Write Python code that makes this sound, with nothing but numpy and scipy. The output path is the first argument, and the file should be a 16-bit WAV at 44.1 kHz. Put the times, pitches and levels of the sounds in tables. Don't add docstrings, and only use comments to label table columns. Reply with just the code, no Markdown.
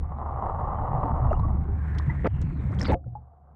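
import sys
import numpy as np
from scipy import signal
from scipy.fft import rfft, irfft, next_fast_len
from scipy.io import wavfile

SR = 44100
rng = np.random.default_rng(int(sys.argv[2]) if len(sys.argv) > 2 else 0)


def to_wav(sig):
    pcm = np.clip(np.atleast_2d(sig), -1, 1) * 32767
    pcm = np.round(pcm).astype(np.int16)
    wavfile.write(sys.argv[1], SR, pcm.T)


def invert_db(level):
    return 10 ** (np.asarray(level, dtype=float) / 20)


N = 156555


def in_time(rows, axis=1):
    table = np.array(rows)
    return np.interp(np.arange(N) / SR, table[:, 0], table[:, axis])


def rms_one(x):
    return x / np.sqrt(np.mean(x ** 2) + 1e-20)


def colour(x, spectrum, peaks=()):
    size = next_fast_len(N + SR)
    hz = np.maximum(np.fft.rfftfreq(size, 1 / SR), 1)
    closed = [(1, spectrum[0][1] - 60)] + list(spectrum) + [(SR, spectrum[-1][1] - 40)]
    table_hz, table_db = np.transpose(closed)
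    db = np.interp(np.log(hz), np.log(table_hz), table_db)
    for centre_hz, width_hz, top_db in peaks:
        db = db + top_db / (1 + (2 * (hz - centre_hz) / width_hz) ** 2)
    cepstrum = irfft(db * np.log(10) / 20, size)
    cepstrum[1:size // 2] *= 2
    cepstrum[size // 2 + 1:] = 0
    return irfft(rfft(x, size) * np.exp(rfft(cepstrum)), size)[:N]


def resonate(x, hz, width_hz):
    r = np.exp(-np.pi * width_hz / SR)
    feedback = [1, -2 * r * np.cos(2 * np.pi * hz / SR), r * r]
    return signal.lfilter([(1 - r * r) / 2, 0, (r * r - 1) / 2], feedback, x)


def lowpass(x, order, hz):
    return signal.sosfilt(signal.butter(order, hz, fs=SR, output="sos"), x)


def drift(rate_hz):
    r = np.exp(-2 * np.pi * rate_hz / SR)
    noise = rng.standard_normal(N + SR)
    return rms_one(signal.lfilter([1], [1, -2 * r, r * r], noise)[SR:])


def grains(per_s, spread_db):
    size = invert_db(spread_db * np.minimum(rng.exponential(1, N), 5)) * rng.choice([-1, 1], N)
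    return rms_one(size * (rng.random(N) < per_s / SR))


def puffs(rows, t60_s, width):
    out, t = np.zeros(N + SR), np.arange(SR // 20) / SR
    for s, db, hz in rows:
        puff = rng.standard_normal(len(t)) * invert_db(-60 * t / t60_s)
        tick = resonate(resonate(puff, hz, width * hz), hz, width * hz)
        start = int(s * SR)
        out[start:start + len(t)] += invert_db(db) * tick / np.abs(tick).max()
    return out[:N]


def sinking(rows, width_hz):
    carrier = np.cos(2 * np.pi * np.cumsum(in_time(rows)) / SR)
    t = np.arange(N) / SR
    inside = (t > rows[0][0]) & (t < rows[-1][0])
    level = invert_db(in_time(rows, axis=2) + 2.2 * drift(64))
    return inside * level * drift(width_hz) * carrier


def damped_tones(rows, rise_per_cycle):
    out, t = np.zeros(N + SR), np.arange(SR // 2) / SR
    for s, db, hz, t60, attack in rows:
        cycles = hz * t * (1 + rise_per_cycle * hz * t / 2)
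        swell = np.sin(np.pi / 2 * np.minimum(t / attack, 1)) ** 2
        decay = invert_db(-60 * np.maximum(t - attack, 0) / t60)
        start = int(s * SR)
        out[start:start + len(t)] += invert_db(db) * swell * decay * np.sin(2 * np.pi * cycles)
    return out[:N] * invert_db(2.5 * drift(60))


# [f/Hz, level/dB per Hz]
STILL_COLOUR = [(250, -18.5), (500, 4.5), (700, -1), (1250, -7.5), (1600, -14), (2000, -45)]


def still_water():
    still = rms_one(colour(grains(1700, spread_db=4.5), STILL_COLOUR))
    fade_db = np.minimum(in_time(TRICKLE_LEVEL) + 70, 0)
    return invert_db(-69.5 + fade_db + 2.5 * drift(9.0)) * still


def air_space():
    hz, width_hz = 715, 100
    air = resonate(resonate(rng.standard_normal(N), hz, width_hz), hz, width_hz)
    return invert_db(-64 + 1.4 * drift(5.0)) * rms_one(air)


# [t/s, level/dB]
DRONE_LEVEL = [(0, -31), (.85, -39), (1.27, -27.5), (1.95, -25.5), (2.3, -31.5), (2.9, -26.5),
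               (2.99, -46.5), (3.15, -42.5), (3.3, -52.5)]


def hull_drone():
    hz = 72.8 * (1 + 0.012 * drift(7.3))
    phase = 2 * np.pi * np.cumsum(hz) / SR
    return invert_db(in_time(DRONE_LEVEL) + 1.5 + 0.53 * drift(36.0)) * -np.cos(phase)


# [t/s, level/dB]
FLOW_LEVEL = [(0, -29.5), (.09, -36.5), (.3, -34.5), (.85, -33), (1.15, -25.5), (1.45, -24), (1.7, -29),
              (2.27, -27), (2.3, -36.5), (2.36, -25.5), (2.8, -25.5), (2.94, -18.5), (2.99, -44),
              (3.2, -46), (3.27, -57.5), (3.55, -53.5)]
# [f/Hz, width/Hz, level/dB]
MOUNT_MODES = [(33.8, 7, 2), (68, 33, -2), (107.9, 3, -11.5), (130, 17, -6.5), (147.4, 14, -16)]
# [f/Hz, level/dB per Hz]
TURBULENCE_COLOUR = [(12, -49), (20, 5.5), (75, -0.5), (134, -4.5), (226, -23.5), (300, -24), (343, -24.5),
                     (700, -32.5), (910, -67), (1540, -120)]
# [t/s, share lost/0-1]
SURFACED_SHARE = [(1.65, 0), (1.8, 0.95), (2.6, 0.9), (2.72, 1)]


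def flow_rumble():
    lumpy_db, modes = 3, 0
    for hz, width_hz, db in MOUNT_MODES:
        mode = rms_one(resonate(rng.standard_normal(N), hz, width_hz))
        modes = modes + invert_db(db + lumpy_db * drift(5.4)) * mode
    modes = lowpass(modes, 4, 282.5)
    lumps = rng.standard_normal(N) * invert_db(lumpy_db * drift(2.4))
    push = rms_one(colour(lumps, TURBULENCE_COLOUR))
    shake = rms_one(modes + invert_db(0.5) * push)
    deep = signal.sosfiltfilt(signal.butter(3, 43, fs=SR, output="sos"), shake)
    return invert_db(in_time(FLOW_LEVEL)) * (shake - in_time(SURFACED_SHARE) * deep)


def gurgles():
    per_s, low_hz, high_hz, cycles = 50, 88, 510, 7.96
    out, flow_db = np.zeros(N + SR), in_time(FLOW_LEVEL)
    for when, pitch, swoop, size in rng.random((per_s * N // SR, 4)):
        hz = low_hz * (high_hz / low_hz) ** pitch
        start = int(when * (N - 1))
        length = cycles / hz * SR
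        u = np.arange(int(length)) / length
        end = start + len(u)
        tone = np.sin(2 * np.pi * cycles * u * (1 + 0.29 * (swoop - 0.3) * u))
        swell = np.sin(np.pi * u ** 0.63) ** 2
        db = flow_db[min(end, N - 1)] - 4.5 + 11.4 * size - 22 * pitch
        out[start:end] += invert_db(db) * tone * swell
    return out[:N]


# [t/s, f/Hz, level/dB]
SEAM_SEEP = [(2.40, 4220, -81), (2.47, 4350, -78.5), (2.57, 4110, -74), (2.60, 3650, -70.5),
             (2.68, 3480, -79), (2.72, 3600, -90)]


def seeping_seam():
    return sinking(SEAM_SEEP, width_hz=260)


# [t/s, f/Hz, level/dB]
PORT_FILL = [(2.795, 5400, -84), (2.815, 5327, -54), (2.85, 5060, -56.5), (2.862, 4710, -42.5),
             (2.895, 4400, -54.5), (2.905, 3900, -49), (2.918, 3460, -84)]


def filling_port():
    return sinking(PORT_FILL, width_hz=240)


# [t/s, level/dB, f/Hz, t60/s, attack/s]
HUM_AND_SQUEAK = [
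    (1.56, -49.5, 770, 0.79, .06),
    (0.744, -69.5, 3090, 0.12, 0.035),
]


def hum_and_squeak():
    return damped_tones(HUM_AND_SQUEAK, rise_per_cycle=0)


# [t/s, level/dB]
GRIT_FLECKS = [(0.1112, -82), (0.1815, -66), (0.2663, -76), (0.3152, -70), (0.4235, -68), (0.4664, -68),
               (0.4878, -68.5), (0.5267, -69.5), (0.6008, -65.5), (0.822, -70), (0.8884, -73),
               (0.9295, -73.5), (1.0063, -66.5), (1.0552, -61.5), (1.0942, -70), (1.1803, -68),
               (1.273, -70), (1.287, -66), (1.3199, -65)]


def flecks():
    return puffs([(s, db - 0.5, 3900) for s, db in GRIT_FLECKS], t60_s=0.017, width=0.3)


# [t/s, level/dB]
WASH_LEVEL = [(0, -71), (1.55, -65.5), (1.72, -65.5), (1.9, -55), (2.24, -56.5), (2.29, -66.5), (2.36, -58),
              (2.55, -60.5), (2.78, -52), (2.94, -49), (2.97, -105), (3.55, -89.5)]
# [f/Hz, level/dB per Hz]
RUNOFF_COLOUR = [(500, -9), (900, -0.5), (2200, -8.5), (2700, -24), (4000, -30), (5000, -39), (8000, -33.5),
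                 (12000, -53.5)]
# [t/s, f/Hz, level/dB over the wash]
PORT_DRAIN = [(1.6, 1350, -1), (1.72, 1550, 4), (2.25, 1899, 1.5), (2.3, 2900, -9), (2.8, 1900, -11)]


def wash():
    spray = rms_one(colour(grains(9000, spread_db=1.6), RUNOFF_COLOUR))
    low = resonate(spray, 1000, 1200)
    high = spray - low
    carrier = np.cos(2 * np.pi * np.cumsum(in_time(PORT_DRAIN)) / SR)
    port = invert_db(in_time(PORT_DRAIN, axis=2)) * drift(240) * carrier
    flicker = low * invert_db(-0.5 + 3.7 * drift(21.0)) + high * invert_db(2.4 * drift(54))
    return invert_db(in_time(WASH_LEVEL) + 4.0) * (flicker + port)


# [t/s, level/dB, f/Hz]
DROP_TICKS = [(1.3274, -52, 6270), (1.3967, -50, 3900), (1.9495, -51, 3740), (1.9845, -32, 4080),
              (1.9884, -36.5, 3600), (2.2667, -46, 3880), (2.2707, -45, 4650), (2.4149, -44, 6500),
              (2.7888, -43.5, 3900), (2.7955, -35, 4800), (2.8052, -40.5, 5450), (2.815, -39, 6240),
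              (2.8278, -33.5, 4930), (2.8331, -37.5, 5660), (2.8501, -48, 4280), (2.9199, -53, 6500),
              (2.9307, -54, 6500)]


def drops():
    return invert_db(-2) * puffs(DROP_TICKS, t60_s=0.017, width=0.55)


# [t/s, level/dB]
FILM_SNAPS = [(2.652, -62.5), (2.7207, -54), (2.7477, -49.5), (2.7866, -60), (2.7985, -46), (2.8767, -43.5),
              (2.921, -41), (2.9315, -42), (2.9425, -50.5)]


def snaps():
    return puffs([(s, db, 4000) for s, db in FILM_SNAPS], t60_s=0.005, width=1.3)


# [t/s, length/s, dull level/dB, bright level/dB, bright top f/Hz]
WATER_SLAPS = [
    (2.241, 0.037, -26.5, -76.5, 3830),
    (2.413, 0.0181, -46, -59.5, 7000),
    (2.793, 0.047, -40, -70.5, 7980),
    (2.842, 0.024, -49, -40.5, 4270),
    (2.879, 0.04, -27.5, -46.5, 4360),
    (2.916, 0.0332, -32, -70, 8570),
]
# [f/Hz, level/dB per Hz]
SLAP_COLOUR = [(88, -40), (150, 4), (530, 1.5), (1000, -13.5), (2200, -19), (3000, -32), (6000, -69)]


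def slaps():
    t, out, per_s, edge_s = np.arange(N) / SR, 0, 1400, 0.004
    body = rms_one(colour(grains(per_s, spread_db=0.5), SLAP_COLOUR))
    fine = grains(3 * per_s, spread_db=3.0)
    for s, length, dull_db, bright_db, top_hz in WATER_SLAPS:
        gate = np.clip(np.minimum(t - s, s + length - t) / edge_s, 0, 1) ** 2
        build = invert_db(8 * (np.clip((t - s) / length, 0, 1) - 0.11))
        band = signal.butter(5, [0.37 * top_hz, top_hz], "band", fs=SR, output="sos")
        spray = signal.sosfilt(band, fine * gate + 1e-18)
        out = out + invert_db(dull_db) * gate * build * body + invert_db(bright_db + 7.0) * spray
    return out


# [t/s, level/dB, f/Hz, t60/s, attack/s]
AIR_POCKETS = [(1.037, -26.5, 278, 0.12, 0.01), (1.303, -51.5, 2730, 0.045, 0.0031),
               (1.306, -17, 630, 0.012, .012), (1.327, -23.5, 379, 0.046, 0.004),
               (1.337, -21.5, 750, 0.034, 0.0052), (1.341, -54.5, 2720, 0.02, 0.0018),
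               (1.35, -58, 2800, 0.056, .002), (1.33, -20, 1245, 0.041, 0.00088),
               (1.394, -23, 950, 0.012, 0.0027), (1.432, -27, 1106, 0.12, 0.0014),
               (0.916, -27, 146.4, .25, .05), (1.675, -38.5, 392, 0.21, 0.024),
               (1.998, -29.5, 1080, 0.018, 0.00099), (2.07, -15, 130, 0.066, 0.016),
               (2.091, -29.5, 920, 0.03, 0.0085), (2.093, -29, 1940, .045, 0.011),
               (2.247, -29.5, 974, 0.036, 0.0044), (2.257, -20, 1234, 0.009, 0.0024),
               (2.264, -28, 875, 0.038, 0.0018), (2.708, -33, 595, 0.025, 0.0013),
               (2.788, -41, 3200, .025, 0.0016), (2.815, -24.5, 5270, 0.013, 0.00073),
               (2.828, -43, 1500, 0.015, .0015), (2.867, -35.5, 2100, .025, 0.0019),
               (2.901, -38.5, 3610, 0.02, 0.001), (2.918, -28, 1880, 0.011, 0.00072),
               (2.436, -21.5, 163, 0.18, 0.0039), (2.811, -25, 1830, 0.012, 0.00018),
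               (2.853, -21, 1370, 0.0079, 0.0016), (2.907, -26.5, 805, 0.044, 0.0045),
               (2.919, -17, 849.6, 0.051, 0.003), (2.929, -16, 780, 0.018, 0.0046),
               (2.941, -22, 700, 0.069, 0.00052), (2.952, -28, 528, 0.092, 0.0022),
               (3.041, -52.5, 1364, 0.014, 0.0024), (3.049, -30, 117.4, 0.42, 0.022),
               (3.063, -46.5, 520, 0.052, .002), (3.152, -32, 830, 0.095, 0.0022)]


def pockets():
    return damped_tones(AIR_POCKETS, rise_per_cycle=0.001)


# [t/s, level/dB]
TRICKLE_LEVEL = [(0, -53), (.19, -42), (.4, -33.5), (.8, -34.5), (1.25, -32.5), (1.36, -39), (1.52, -43.5),
                 (1.6, -49.5), (1.85, -54), (2.42, -75.5), (2.9, -47), (2.97, -65), (3.02, -90.5),
                 (3.14, -75), (3.22, -69.5), (3.55, -67.5)]
# [f/Hz, level/dB per Hz]
SUBMERGED_COLOUR = [(180, -29.5), (300, -11.5), (600, -4), (1200, -6), (1550, -25), (2050, -34.5),
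                    (2350, -51), (3100, -49.5), (4900, -71), (7000, -60), (12000, -66)]
# [f/Hz, width/Hz, level/dB]
CAVITY_PEAKS = [(775, 140, 9), (899.8, 8.3, 9.5), (1075, 380, 5.5), (1940, 340, 6), (2800, 340, 8.5)]
# [t/s, level/dB]
BUBBLE_CLUMPS = [(0.042, -29.5), (0.089, -37.5), (0.117, -22.5), (0.157, -36), (0.185, -23), (0.213, -25.5),
                 (0.259, -24.5), (0.288, -21), (0.322, -27.5), (0.372, -41.5), (0.399, -31), (0.424, -21),
                 (0.457, -18), (0.497, -18), (0.606, -17), (0.672, -21.5), (0.704, -30.5), (0.787, -20.5),
                 (0.813, -25.5), (0.834, -25), (0.868, -34.5), (0.888, -22.5), (0.931, -21), (0.948, -16.5),
                 (1.031, -16), (1.056, -17), (1.111, -20.5), (1.179, -19), (1.227, -37), (1.271, -19),
                 (1.314, -19)]


def trickle():
    clicks = grains(750, spread_db=0.5)
    scale = np.std(colour(clicks, SUBMERGED_COLOUR, CAVITY_PEAKS))
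    t, clumps, t60_s, attack_s = np.arange(N) / SR, 0, 0.052, 0.00082
    for s, db in BUBBLE_CLUMPS:
        clicks[int((s + attack_s) * SR)] = 6.0
        age = np.maximum(t - s, 0)
        clumps = clumps + invert_db(db - 13 - 60 * age / t60_s) * np.minimum(age / attack_s, 1)
    steady = invert_db(in_time(TRICKLE_LEVEL) + 1.7 * drift(42))
    return colour(clicks * (steady + clumps), SUBMERGED_COLOUR, CAVITY_PEAKS) / scale


def scene():
    wet = still_water() + air_space() + hull_drone() + flow_rumble() + gurgles()
    wet = wet + seeping_seam() + filling_port() + hum_and_squeak() + flecks()
    wet = wet + wash() + drops() + snaps() + slaps() + pockets() + trickle()
    hiss = invert_db(-99) * rng.standard_normal(N)
    return (lowpass(wet, 3, 11100) + hiss)[None]


def top_cut(x):
    return signal.sosfilt(signal.butter(12, 15100, fs=SR, output="sos"), x)


def record(dry):
    limit = 0.35
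    soft = limit * np.tanh(dry / limit)
    return top_cut(soft)


dry = scene()
out = record(dry)
to_wav(out)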